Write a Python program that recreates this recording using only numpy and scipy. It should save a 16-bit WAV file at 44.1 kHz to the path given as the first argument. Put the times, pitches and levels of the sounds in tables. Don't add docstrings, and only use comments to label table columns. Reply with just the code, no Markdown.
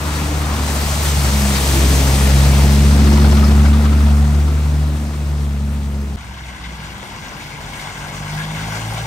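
import sys
import numpy as np
from scipy import signal
from scipy.fft import rfft, irfft, next_fast_len
from scipy.io import wavfile

SR = 44100
rng = np.random.default_rng(int(sys.argv[2]) if len(sys.argv) > 2 else 0)


def waveform_to_disk(signal):
    frames = np.transpose(np.atleast_2d(signal))
    scaled = np.clip(frames, -1, 1) * 32767
    samples = np.round(scaled).astype(np.int16)
    wavfile.write(sys.argv[1], SR, samples)


N = 399546
TIME = np.arange(N) / SR
CUT_S, RESUME_S = 6.16, 6.169

# (time [s], rate [Hz])
DIESEL_REVS = [(0, 73.85), (.4, 74.14), (.75, 71.6), (1.05, 73), (1.2, 70.34), (1.55, 67.78), (2.35, 67.96),
               (2.5, 69.57), (3.1, 71.6), (3.5, 71.63), (3.8, 73.35), (4.05, 72.44), (4.3, 72.6),
               (4.5, 74.2), (5.38, 72.7), (5.55, 70.45), (5.75, 71.64), (6.15, 69.4)]
# (time [s], level [dB])
EXHAUST_NOTE = [(0, -26), (.1, -21.5), (.4, -19.5), (.75, -20), (1.42, -15), (1.57, -19.5), (1.85, -12.5),
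                (2.07, -14), (2.4, -11), (3.4, -9.5), (3.68, -9), (3.8, -11), (4.11, -10), (4.3, -12.5),
                (4.86, -15), (5.1, -22), (5.34, -17.5), (5.95, -20.5), (6.15, -22.5)]
# (time [s], level [dB], rise [s], fall [s])
SECOND_MULTIPLE = [(2.6, -17, 0.6, 0.7), (3.5, -21, 0.34, 0.28), (4.3, -21.5, 0.2, .12),
                   (4.77, -22, 0.25, 0.16), (5.33, -27, 0.17, 0.5), (0.31, -29, 0.64, 0.35),
                   (1.2, -25, 0.17, 0.3)]
# (time [s], level [dB])
THIRD_DRONE = [(.3, -38), (.6, -31), (.9, -33.5), (1.08, -50), (1.35, -24.5), (1.5, -18), (1.66, -46),
               (2.2, -25.5), (2.5, -25), (3.1, -16.5), (4.3, -22.5), (4.55, -36), (5.1, -29.5), (5.3, -39),
               (5.55, -28.5), (6.15, -32)]
# (multiple of firing rate, time [s], level [dB], length [s])
RINGING_MULTIPLES = [(4, 0.27, -34, 0.26), (3.6, 0.62, -33, .1), (4, 1.92, -30, 0.25),
                     (4, 3.82, -31.5, 0.34), (3.6, 4.65, -38, 0.62), (5, 1.834, -27.5, 0.14),
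                     (5, 2.67, -31.5, 0.1), (5, 3.21, -29.5, 0.19), (5, 3.55, -33, .09),
                     (4, 3.1, -31.5, .17), (3.2, 2.2, -34, .1), (6.2, 2, -37.5, .3), (5, 4.5, -41, .2),
                     (6, 3.87, -39.5, 0.16), (4, 4.95, -35, .15), (4.6, 4.67, -42.5, 0.72),
                     (3.6, 5.85, -38.5, 0.3), (5, 6.05, -47, 0.18)]
# (multiple of firing rate, relative level [dB])
GROWL_FIFTHS = [(.8, -4), (1.2, -1), (1.4, -2), (1.6, -14), (2.2, -9), (2.4, -12.5), (2.6, -1), (2.8, -7),
                (3.2, -4.5), (3.4, -8.5), (3.6, -6.5), (3.8, -8), (4.2, -7.5), (4.4, -10.5), (4.8, -14),
                (5.2, -8.5), (6, -12), (6.2, -17), (6.4, -14)]
# (time [s], level [dB], rise [s], fall [s])
GROWL_FORWARD = [(.25, -37.5, 0.48, 0.46), (1.84, -28, 0.15, 0.21), (3.15, -25, 0.46, 0.52),
                 (6, -40, 3.8, 0.54)]
WAVER_DB = .45
STROKE_DB = .55


def passing_diesel():
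    (hz,), (note_db,), (drone_db,) = in_time(DIESEL_REVS), in_time(EXHAUST_NOTE), in_time(THIRD_DRONE)
    growl_db = swelling(GROWL_FORWARD)
    turn = firings(hz, jitter=.003)
    boom = hum(turn, [note_db, swelling(SECOND_MULTIPLE), drone_db], waver_db=WAVER_DB)
    boom = boom * from_db(STROKE_DB * drift(60))
    for k, s, db, length in RINGING_MULTIPLES:
        level = np.sqrt(2) * from_db(db + 2.4 * drift(7.6)) * bump(s, length)
        boom = boom + level * np.cos(2 * np.pi * k * turn)
    growl = 0
    for k, db in GROWL_FIFTHS:
        level = np.sqrt(2) * from_db(db - 3.0 + 3.1 * drift(4.4))
        phase = k * turn + rng.random() + 0.054 * drift(2.3)
        growl = growl + level * np.cos(2 * np.pi * phase)
    rasp = rms_one(band(rng.standard_normal((2, N)), 400, 2160)) * puffs(turn, sharpness=2.9)
    common = boom + from_db(growl_db) * growl
    return np.array([common, np.zeros(N)]) + from_db(growl_db - 8.5) * rasp


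# (frequency [Hz], loudest at [s], approach [s], retreat [s])
WATER_PASSING = [(594, 2.29, 1.94, 1.32), (1220, 1.82, 3.2, 1.32), (2400, 2.13, 1.6, 1.12),
                 (5340, 1.86, 1.67, 0.91), (9000, 1.88, 1.45, 0.91)]
# (time [s], length [s], limit of swell far up the treble [dB])
BREAKING_SHEETS = [(.15, 0.15, 3), (1.06, .05, 2.3), (1.35, 0.078, 1.5), (1.56, 0.023, 1.5),
                   (1.67, 0.15, 2)]
CRASH_ABOVE_HZ = 700
PLUNGE_S, PLUNGE_RISE_S, PLUNGE_MIST_DB, PLUNGE_SPRAY_DB = 0.54, 0.14, 3.5, 3.5
# (frequency [Hz], relative level per Hz [dB])
NEAR_WATER_COLOUR = [(25, -82), (48, -51.5), (100, -47.5), (180, -52), (300, -55.5), (480, -57), (800, -58),
                     (1400, -61.5), (2300, -63), (4200, -65), (6500, -66), (8600, -65.5), (11500, -71.5),
                     (15500, -77)]


def near_water():
    crash_db = sum(db * bump(s, length) for s, length, db in BREAKING_SHEETS)
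    plunge = ramp(PLUNGE_S, PLUNGE_RISE_S)
    *zones, (spray_hz, spray_db), (mist_hz, mist_db) = [
        (hz, pass_by(*timing) + crash_db * max(1 - CRASH_ABOVE_HZ / hz, 0))
        for hz, *timing in WATER_PASSING]
    zones += [(spray_hz, spray_db + PLUNGE_SPRAY_DB * plunge), (mist_hz, mist_db + PLUNGE_MIST_DB * plunge)]
    spray = rush(zones, TIME < CUT_S, NEAR_WATER_COLOUR, drops_per_s=5000, drop_share=0.28,
                 flicker_db=1.0, surge_db=0.28)
    beat = puffs(firings(in_time(DIESEL_REVS)[0], jitter=.006), sharpness=0.04)
    churn_db = zones[0][1]
    froth = bubbles(churn_db - 34, per_s=300, low_hz=523, high_hz=2000, cycles=24, spread_db=3.5)
    return from_db(-1.5) * spray * beat + froth


WAKE_DB, CHURN_DB, FIZZ_DB = -34.5, -0.5, -0.5
CLODS_PER_S, CLOD_DECAY_S, CLOD_DB, SPATTER_DB = 75, 0.0058, -34.5, -37.5


def wake():
    db = WAKE_DB + pass_by(loudest_s=3.3, approach_s=0.43, retreat_s=0.77)
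    gurgle = bubbles(db, per_s=380, spread_db=2.5, low_hz=1120, high_hz=1483.3, cycles=26.0)
    churn = bubbles(db + CHURN_DB, per_s=380, spread_db=2.5, low_hz=640, high_hz=890, cycles=12)
    fizz = rms_one(band(drops(6000, spread_db=6.0), 4050, 5900))
    fizz = fizz * from_db(WAKE_DB + FIZZ_DB + pass_by(3.18, 0.96, 0.29))
    impacts = np.abs(drops(CLODS_PER_S, spread_db=0.5)[0])
    landings = signal.lfilter([1], [1, -np.exp(-1 / (CLOD_DECAY_S * SR))], impacts + 1e-18)
    bursts = landings * rng.standard_normal((2, N))
    clods = rms_one(band(bursts, 760, 1900)) * from_db(CLOD_DB + pass_by(3.4, .6, 0.6))
    spatter = rms_one(band(bursts, 2240, 5800)) * from_db(SPATTER_DB + pass_by(3.2, 0.8, .55))
    return gurgle + churn + fizz + clods + spatter


# (time [s], relative peak [dB], pitch [Hz], spatter [0-1])
WATER_SLAPS = [(.213, -18, 860, .1), (1.553, -13, 4500, .6), (1.575, -14, 1180, 0.43),
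               (3.0679, -16, 1170, 0.15), (3.133, -16, 710, .15), (3.174, -17, 1000, 0.1),
               (3.242, -15.5, 1449, 0.1), (3.248, -16, 830, 0.15), (3.318, -18, 776, .3),
               (3.3702, -14, 1230, 0.2), (3.386, -19, 760, 0.16), (3.44, -18, 5100, 0.25),
               (3.512, -16.5, 724, 0.09), (3.5941, -18, 1231, 0.3), (3.6498, -16, 1480, 0.18),
               (3.654, -19, 2160, 0.2), (3.73, -18, 1182, 0.3), (3.853, -15.5, 1249, 0.14),
               (3.924, -20, 1290, 0.17), (4.005, -21, 1331, 0.2), (4.063, -21, 918, .1),
               (4.104, -20, 764, 0.09), (4.173, -21, 1180, 0.04), (4.473, -23, 1292, 0.12),
               (6.2295, -38, 2100, .05), (6.4318, -31, 2110, .05), (6.4816, -25, 2210, 0.4),
               (6.6393, -25, 2047, 0.4), (6.637, -28, 3350, .15), (6.8, -24, 2130, .35),
               (7.098, -26, 5060, 0.9), (7.28, -27, 5730, 0.42), (7.4854, -29, 1600, .1),
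               (7.7323, -22, 2230, 0.4), (7.7934, -20, 2170, .4), (7.9683, -23, 1560, .05),
               (8.2916, -24, 2210, 0.4), (8.296, -27, 5530, .2), (8.398, -19, 1670, 0.15),
               (8.5476, -19, 2160, .35)]
SLAP_DECAY_S, SLAP_WIDTH = 0.01, 0.077


def slaps(level_db):
    out, age = np.zeros((2, N)), TIME[:SR // 5]
    envelope = np.exp(-age / SLAP_DECAY_S) * (1 - np.exp(-age / .002))
    for s, db, hz, spatter in WATER_SLAPS:
        burst = rng.standard_normal((2, len(age))) * envelope
        slap = band(burst, hz / (1 + SLAP_WIDTH), hz * (1 + SLAP_WIDTH)) + spatter * band(burst, 1700, 3860)
        start = round(s * SR)
        out[:, start:start + len(age)] += from_db(db + level_db) * slap / np.abs(slap).max()
    return out


# (time [s], length [s], peak before the ports [dB], pitch [Hz])
BUBBLE_RUNS = [(0.501, .05, -21, 1000), (2.059, 0.037, -24, 901), (3.425, 0.027, -15, 1250),
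               (6.64, 0.033, -25, 2030), (6.637, .03, -30, 2750), (6.64, .025, -31, 3470),
               (6.892, 0.021, -30, 2720), (7.133, 0.054, -30, 980), (7.5, .06, -25.5, 2200),
               (7.799, .1, -26, 2140), (7.861, 0.054, -27, 1560), (8.017, .04, -27, 1460),
               (8.371, .05, -21, 1620), (8.59, .025, -25, 1550), (8.7, 0.075, -24, 1470),
               (8.72, .03, -25, 2150), (8.812, 0.021, -25, 2720)]


def gurgles(cycles, pitch_spread, count=6):
    out, age = np.zeros((2, N)), TIME[:SR // 5]
    for s, length, db, hz in BUBBLE_RUNS:
        run = 0
        for start in length * (np.arange(count) + rng.random(count)) / count:
            run = run + bubble(age - start, hz * np.exp(pitch_spread * rng.standard_normal()), cycles)
        first = round(s * SR)
        out[0, first:first + len(age)] += from_db(db) * run / np.abs(run).max()
    return out


# (time [s], firing rate [Hz], level [dB])
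LEAVING_ENGINE = [(6.18, 64.36, -34), (6.35, 65, -33.5), (6.48, 63.6, -33), (6.57, 61.5, -42),
                  (6.66, 60.4, -30.5), (6.95, 61, -39), (7.2, 60.8, -64)]
LEAVING_SECOND_DB, LEAVING_THIRD_DB = -12.5, -12.5
IDLE_HZ, THROTTLE_S, REV_HZ_PER_S, LOAD_S = 45.7, 7.68, 8.1, 7.83
IDLE_DB, NEARING_DB_PER_S, THROTTLE_DB, THROTTLE_RISE_S = -38, 13, 8.5, 0.52
# (frequency [Hz], gain [dB])
PIPE_RESONANCES = [(45, -2), (51, -8), (57, -4), (92, -12), (104, -6.5), (111, 3.5), (136, -10), (147, -4),
                   (155, 3.5), (161, -1.5), (169, -11), (182, -15), (196, -7.5), (212, -11.5), (226, -22)]
# (time [s], frequency [Hz], level [dB])
FAINT_HUMS = [
    [(6.2, 155, -51), (6.8, 152, -42.5), (7.1, 149, -50), (7.45, 148, -40.5), (8.1, 149.2, -41.5),
     (8.7, 150, -46), (9, 154, -33.5)],
    [(6.2, 191.1, -46), (6.6, 197.5, -52), (7, 198, -41.5), (7.45, 205, -48.5), (7.9, 200, -56),
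     (8.5, 195.6, -50), (9, 198, -48)],
    [(6.2, 111.7, -45), (6.7, 109.6, -51), (7.05, 109.3, -46), (7.4, 107, -54), (7.95, 104, -42),
     (8.3, 104, -52)],
]


def far_engines():
    hz, db = in_time(LEAVING_ENGINE)
    multiples_db = [db, db + LEAVING_SECOND_DB, db + LEAVING_THIRD_DB]
    leaving = hum(firings(hz, jitter=0.006), multiples_db, waver_db=1.0)
    since_throttle = TIME - THROTTLE_S
    hz = IDLE_HZ + REV_HZ_PER_S * np.maximum(since_throttle, 0)
    db = IDLE_DB + NEARING_DB_PER_S * np.minimum(since_throttle, 0)
    db = db + THROTTLE_DB * ramp(LOAD_S, THROTTLE_RISE_S)
    multiples_db = [db + at_hz(PIPE_RESONANCES, k * hz) for k in (1, 2, 3, 4)]
    coming = hum(firings(hz, jitter=.002), multiples_db, waver_db=.3)
    behind = sum(hum(firings(hz, jitter=.003), [db], waver_db=.5) for hz, db in map(in_time, FAINT_HUMS))
    return leaving + coming + behind


# (frequency [Hz], growth [dB/s])
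WASH_RISE = [(200, 1), (480, 4.5), (750, 5), (1230, 3), (2400, 2.5), (5300, 3), (9000, 3.5)]
# (time [s], limit of swell far up the treble [dB])
WHEEL_SPLASHES = [(6.86, 2.5), (7.45, 2), (7.81, 4.5), (8.38, 3), (8.6, 3.5), (8.75, 3.5), (8.97, 1.5)]
SPLASH_S, SPLASH_ABOVE_HZ = 0.055, 730
# (frequency [Hz], relative level per Hz [dB])
FAR_WATER_COLOUR = [(25, -85), (48, -57), (100, -58.5), (180, -61.5), (300, -65), (480, -70.5), (800, -64),
                    (1400, -64), (2300, -69), (4200, -74.5), (6500, -75.5), (8600, -79.5), (11500, -86),
                    (15500, -92)]


def far_water(echo_s, echo_gain, echo_top_hz):
    splash_db = sum(db * bump(s, SPLASH_S) for s, db in WHEEL_SPLASHES)
    since_resume = np.maximum(TIME - RESUME_S, 0)
    zones = [(hz, growth * since_resume + splash_db * max(1 - SPLASH_ABOVE_HZ / hz, 0))
             for hz, growth in WASH_RISE]
    flow = from_db(-1) * rush(zones, TIME > RESUME_S, FAR_WATER_COLOUR, drops_per_s=2600, drop_share=0.39,
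                              flicker_db=1.43, surge_db=0.5)
    churn_db = zones[0][1]
    flow = flow + bubbles(churn_db - 49.5, per_s=150, low_hz=686, high_hz=3380, cycles=23, spread_db=4.0)
    echo = signal.sosfiltfilt(signal.butter(1, [450, echo_top_hz], "band", fs=SR, output="sos"), flow)
    return flow - echo_gain * np.array([np.interp(TIME - echo_s, TIME, side) for side in echo])


# (lowest [Hz], highest [Hz], level at throttle opening [dB])
RIVER_BABBLE = [(865, 1060, -47.5), (1385, 1670, -48), (1940, 2250, -45.5), (2610, 2860, -48.5),
                (3150, 3650, -49)]
TRICKLE_DB_PER_S = 2.5


def trickle():
    stirred_db = TRICKLE_DB_PER_S * (TIME - THROTTLE_S)
    return sum(bubbles(db + stirred_db, per_s=120, low_hz=low, high_hz=high, cycles=40, spread_db=2.0)
               for low, high, db in RIVER_BABBLE)


def rush(zones, during, colour, drops_per_s, drop_share, flicker_db, surge_db):
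    zones_hz = [hz for hz, _ in zones]
    swells = [db - 10 * np.log10(np.mean(from_db(db[during]) ** 2)) for _, db in zones]
    share = np.clip(drop_share, 0, 1)
    grains = []
    for _ in range(2):
        patter = np.sqrt(share) * drops(drops_per_s, spread_db=3.5)
        grains.append(patter + np.sqrt(1 - share) * rng.standard_normal((2, N)))
    edges = 22 * 2 ** np.arange(0, 10, .5)
    out, surge = 0, surge_db * rms_one(drift(2.2) + 0.92 * drift(30))
    for k, (low, high) in enumerate(zip(edges, edges[1:])):
        hz = np.sqrt(low * high)
        weights = [np.interp(np.log(hz), np.log(zones_hz), w) for w in np.eye(len(swells))]
        swell = sum(w * s for w, s in zip(weights, swells) if w)
        level_db = at_hz(colour, hz) + swell + surge + flicker_db * drift(16.4)
        out = out + band(grains[k % 2], low, high) * from_db(level_db)
    return out * np.sqrt(SR / 2)


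def drops(per_s, spread_db):
    sizes = from_db(spread_db * np.minimum(rng.exponential(1, (2, N)), 5))
    signs = rng.choice([-1, 1], (2, N))
    return rms_one(sizes * signs * (rng.random((2, N)) < per_s / SR))


def bubbles(level_db, per_s, low_hz, high_hz, cycles, spread_db):
    born, pitch, strength, place = rng.random((int(per_s * N / SR), 4)).T[:, :, None]
    steps = np.arange(int(.7 * SR * cycles / low_hz))
    loudness = from_db(spread_db * np.minimum(-np.log(strength), 3.5))
    rings = loudness * bubble(steps / SR, low_hz * (high_hz / low_hz) ** pitch, cycles)
    at = ((born * N).astype(int) + steps).ravel()
    pair = [np.bincount(at, (rings * share(2 * np.pi * place)).ravel(), N)[:N] for share in (np.cos, np.sin)]
    return from_db(level_db) * rms_one(np.array(pair))


BUBBLE_RISE = 0.074


def bubble(age_s, hz, cycles):
    life = np.maximum(age_s, 0) * hz / cycles
    return np.exp(-np.log(1000) * life) * np.sin(2 * np.pi * cycles * life * (1 + BUBBLE_RISE * life))


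def firings(hz, jitter):
    return np.cumsum(hz) / SR + jitter * drift(8.2)


def hum(turn, levels_db, waver_db):
    out = 0
    for k, db in enumerate(levels_db, 1):
        level = np.sqrt(2) * from_db(db + k * waver_db * drift(10))
        out = out + level * np.cos(2 * np.pi * (k * turn + k * k / 8))
    return out


def puffs(turn, sharpness):
    return rms_one(np.exp(sharpness * np.cos(2 * np.pi * turn)))


SPREADING_DB = 15.5


def pass_by(loudest_s, approach_s, retreat_s):
    along = (TIME - loudest_s) / np.where(TIME < loudest_s, approach_s, retreat_s)
    return -SPREADING_DB * np.log10(1 + along ** 2)


def swelling(rows):
    return 10 * np.log10(sum(from_db(db + pass_by(s, rise, fall)) ** 2 for s, db, rise, fall in rows))


def bump(s, length_s):
    return np.exp(-((TIME - s) / length_s) ** 2)


def ramp(start_s, rise_s):
    return np.clip((TIME - start_s) / rise_s, 0, 1)


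def drift(rate):
    r = np.exp(-80 * np.pi * rate / SR)
    slow = signal.lfilter([1], [1, -2 * r, r * r], rng.standard_normal(N // 40 + 2002))[2000:]
    return np.interp(np.arange(N) / 40, np.arange(len(slow)), rms_one(slow))


def band(x, low_hz, high_hz):
    edges = [low_hz, min(high_hz, SR / 2.1)]
    return signal.sosfilt(signal.butter(2, edges, "band", fs=SR, output="sos"), x + 1e-18)


def from_db(db):
    return 10 ** (np.asarray(db) / 20)


def rms_one(x):
    return x / np.sqrt(np.mean(x ** 2) + 1e-20)


def in_time(rows):
    s, *columns = np.transpose(rows)
    return [np.interp(TIME, s, c) for c in columns]


def at_hz(points, hz):
    points = np.array(points)
    return np.interp(np.log(hz + 1e-9), np.log(points[:, 0]), points[:, 1])


# (frequency [Hz], left over right [dB])
PORT_BALANCE = [(70, .2), (140, .9), (250, 1), (500, 3.6), (1000, 4.2), (2000, 3), (4500, 3), (8000, .2),
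                (15000, 0)]
TREBLE_HZ, TREBLE_LAG_S = 8400, .000274


def ports(pair, facing):
    size = next_fast_len(N + 4096)
    hz, (common, own), facing = np.arange(size // 2 + 1) * SR / size, rfft(pair, size), np.array(facing)
    most = np.interp(hz, [300, 3000], [.997, .86])
    alike = np.clip(at_hz(facing[:, :2], hz), 0, most)
    tilt = from_db(at_hz(PORT_BALANCE, hz) / 2)
    lead = at_hz(facing[:, ::2], hz) - 2 * np.pi * TREBLE_LAG_S * np.maximum(hz - TREBLE_HZ, 0)
    right = (alike * common + np.sqrt(1 - alike ** 2) * own) * np.exp(-1j * lead)
    return irfft([common * tilt, right / tilt], size)[:, :N]


# (frequency [Hz], likeness [0-1], lead of left [rad])
NEAR_FACING = [(71.4, 0.95, 0.1), (140, 1, 0.28), (250, 1, 0.19), (400, 1, 0.46), (1000, 0.66, 0.51),
               (1510, 0.16, 1.54), (1800, 0, 5.2), (2160, 0.67, 7.3), (2790, 0.62, 7.8), (4200, 0.42, 6.6),
               (5370, 0.12, 6.2), (6340, 0.9, 7.3), (7360, 0.2, 8.2), (8140, 0.9, 6.17)]
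FAR_FACING = [(70, 1, 0.5), (250, 0.9, 0.24), (500, 1, 0.75), (1044, 0.65, 0.07), (1280, 0.45, 3.5),
              (1434, 0.93, -1), (1850, 0.88, 3.5), (2180, 0.97, 6), (2480, .25, 8.5), (2660, 0.56, 7),
              (3630, 0.55, 8), (4360, 0.37, 10), (5800, 0.63, 12), (7500, 0.47, 15), (9000, 1, 12.5)]
CUT_DIP_DB = -11


def scene():
    lumps = slaps(level_db=-1.5) + gurgles(cycles=24, pitch_spread=0.03)
    first = ports(passing_diesel() + near_water() + wake() + lumps, NEAR_FACING)
    river = far_water(echo_s=0.000763, echo_gain=0.26, echo_top_hz=3500) + trickle()
    second = far_engines() + ports(river + lumps, FAR_FACING)
    second_gain = np.where(TIME > RESUME_S, 1, from_db(CUT_DIP_DB) * (TIME >= CUT_S))
    return first * (TIME < CUT_S) + second * second_gain


CUTOFF_HZ = 15600


def record(dry):
    rounded = dry / (1 + (dry / 1.05) ** 8) ** (1 / 8)
    return signal.sosfilt(signal.ellip(10, .1, 80, CUTOFF_HZ, fs=SR, output="sos"), rounded)


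dry = scene()
out = record(dry)
waveform_to_disk(out)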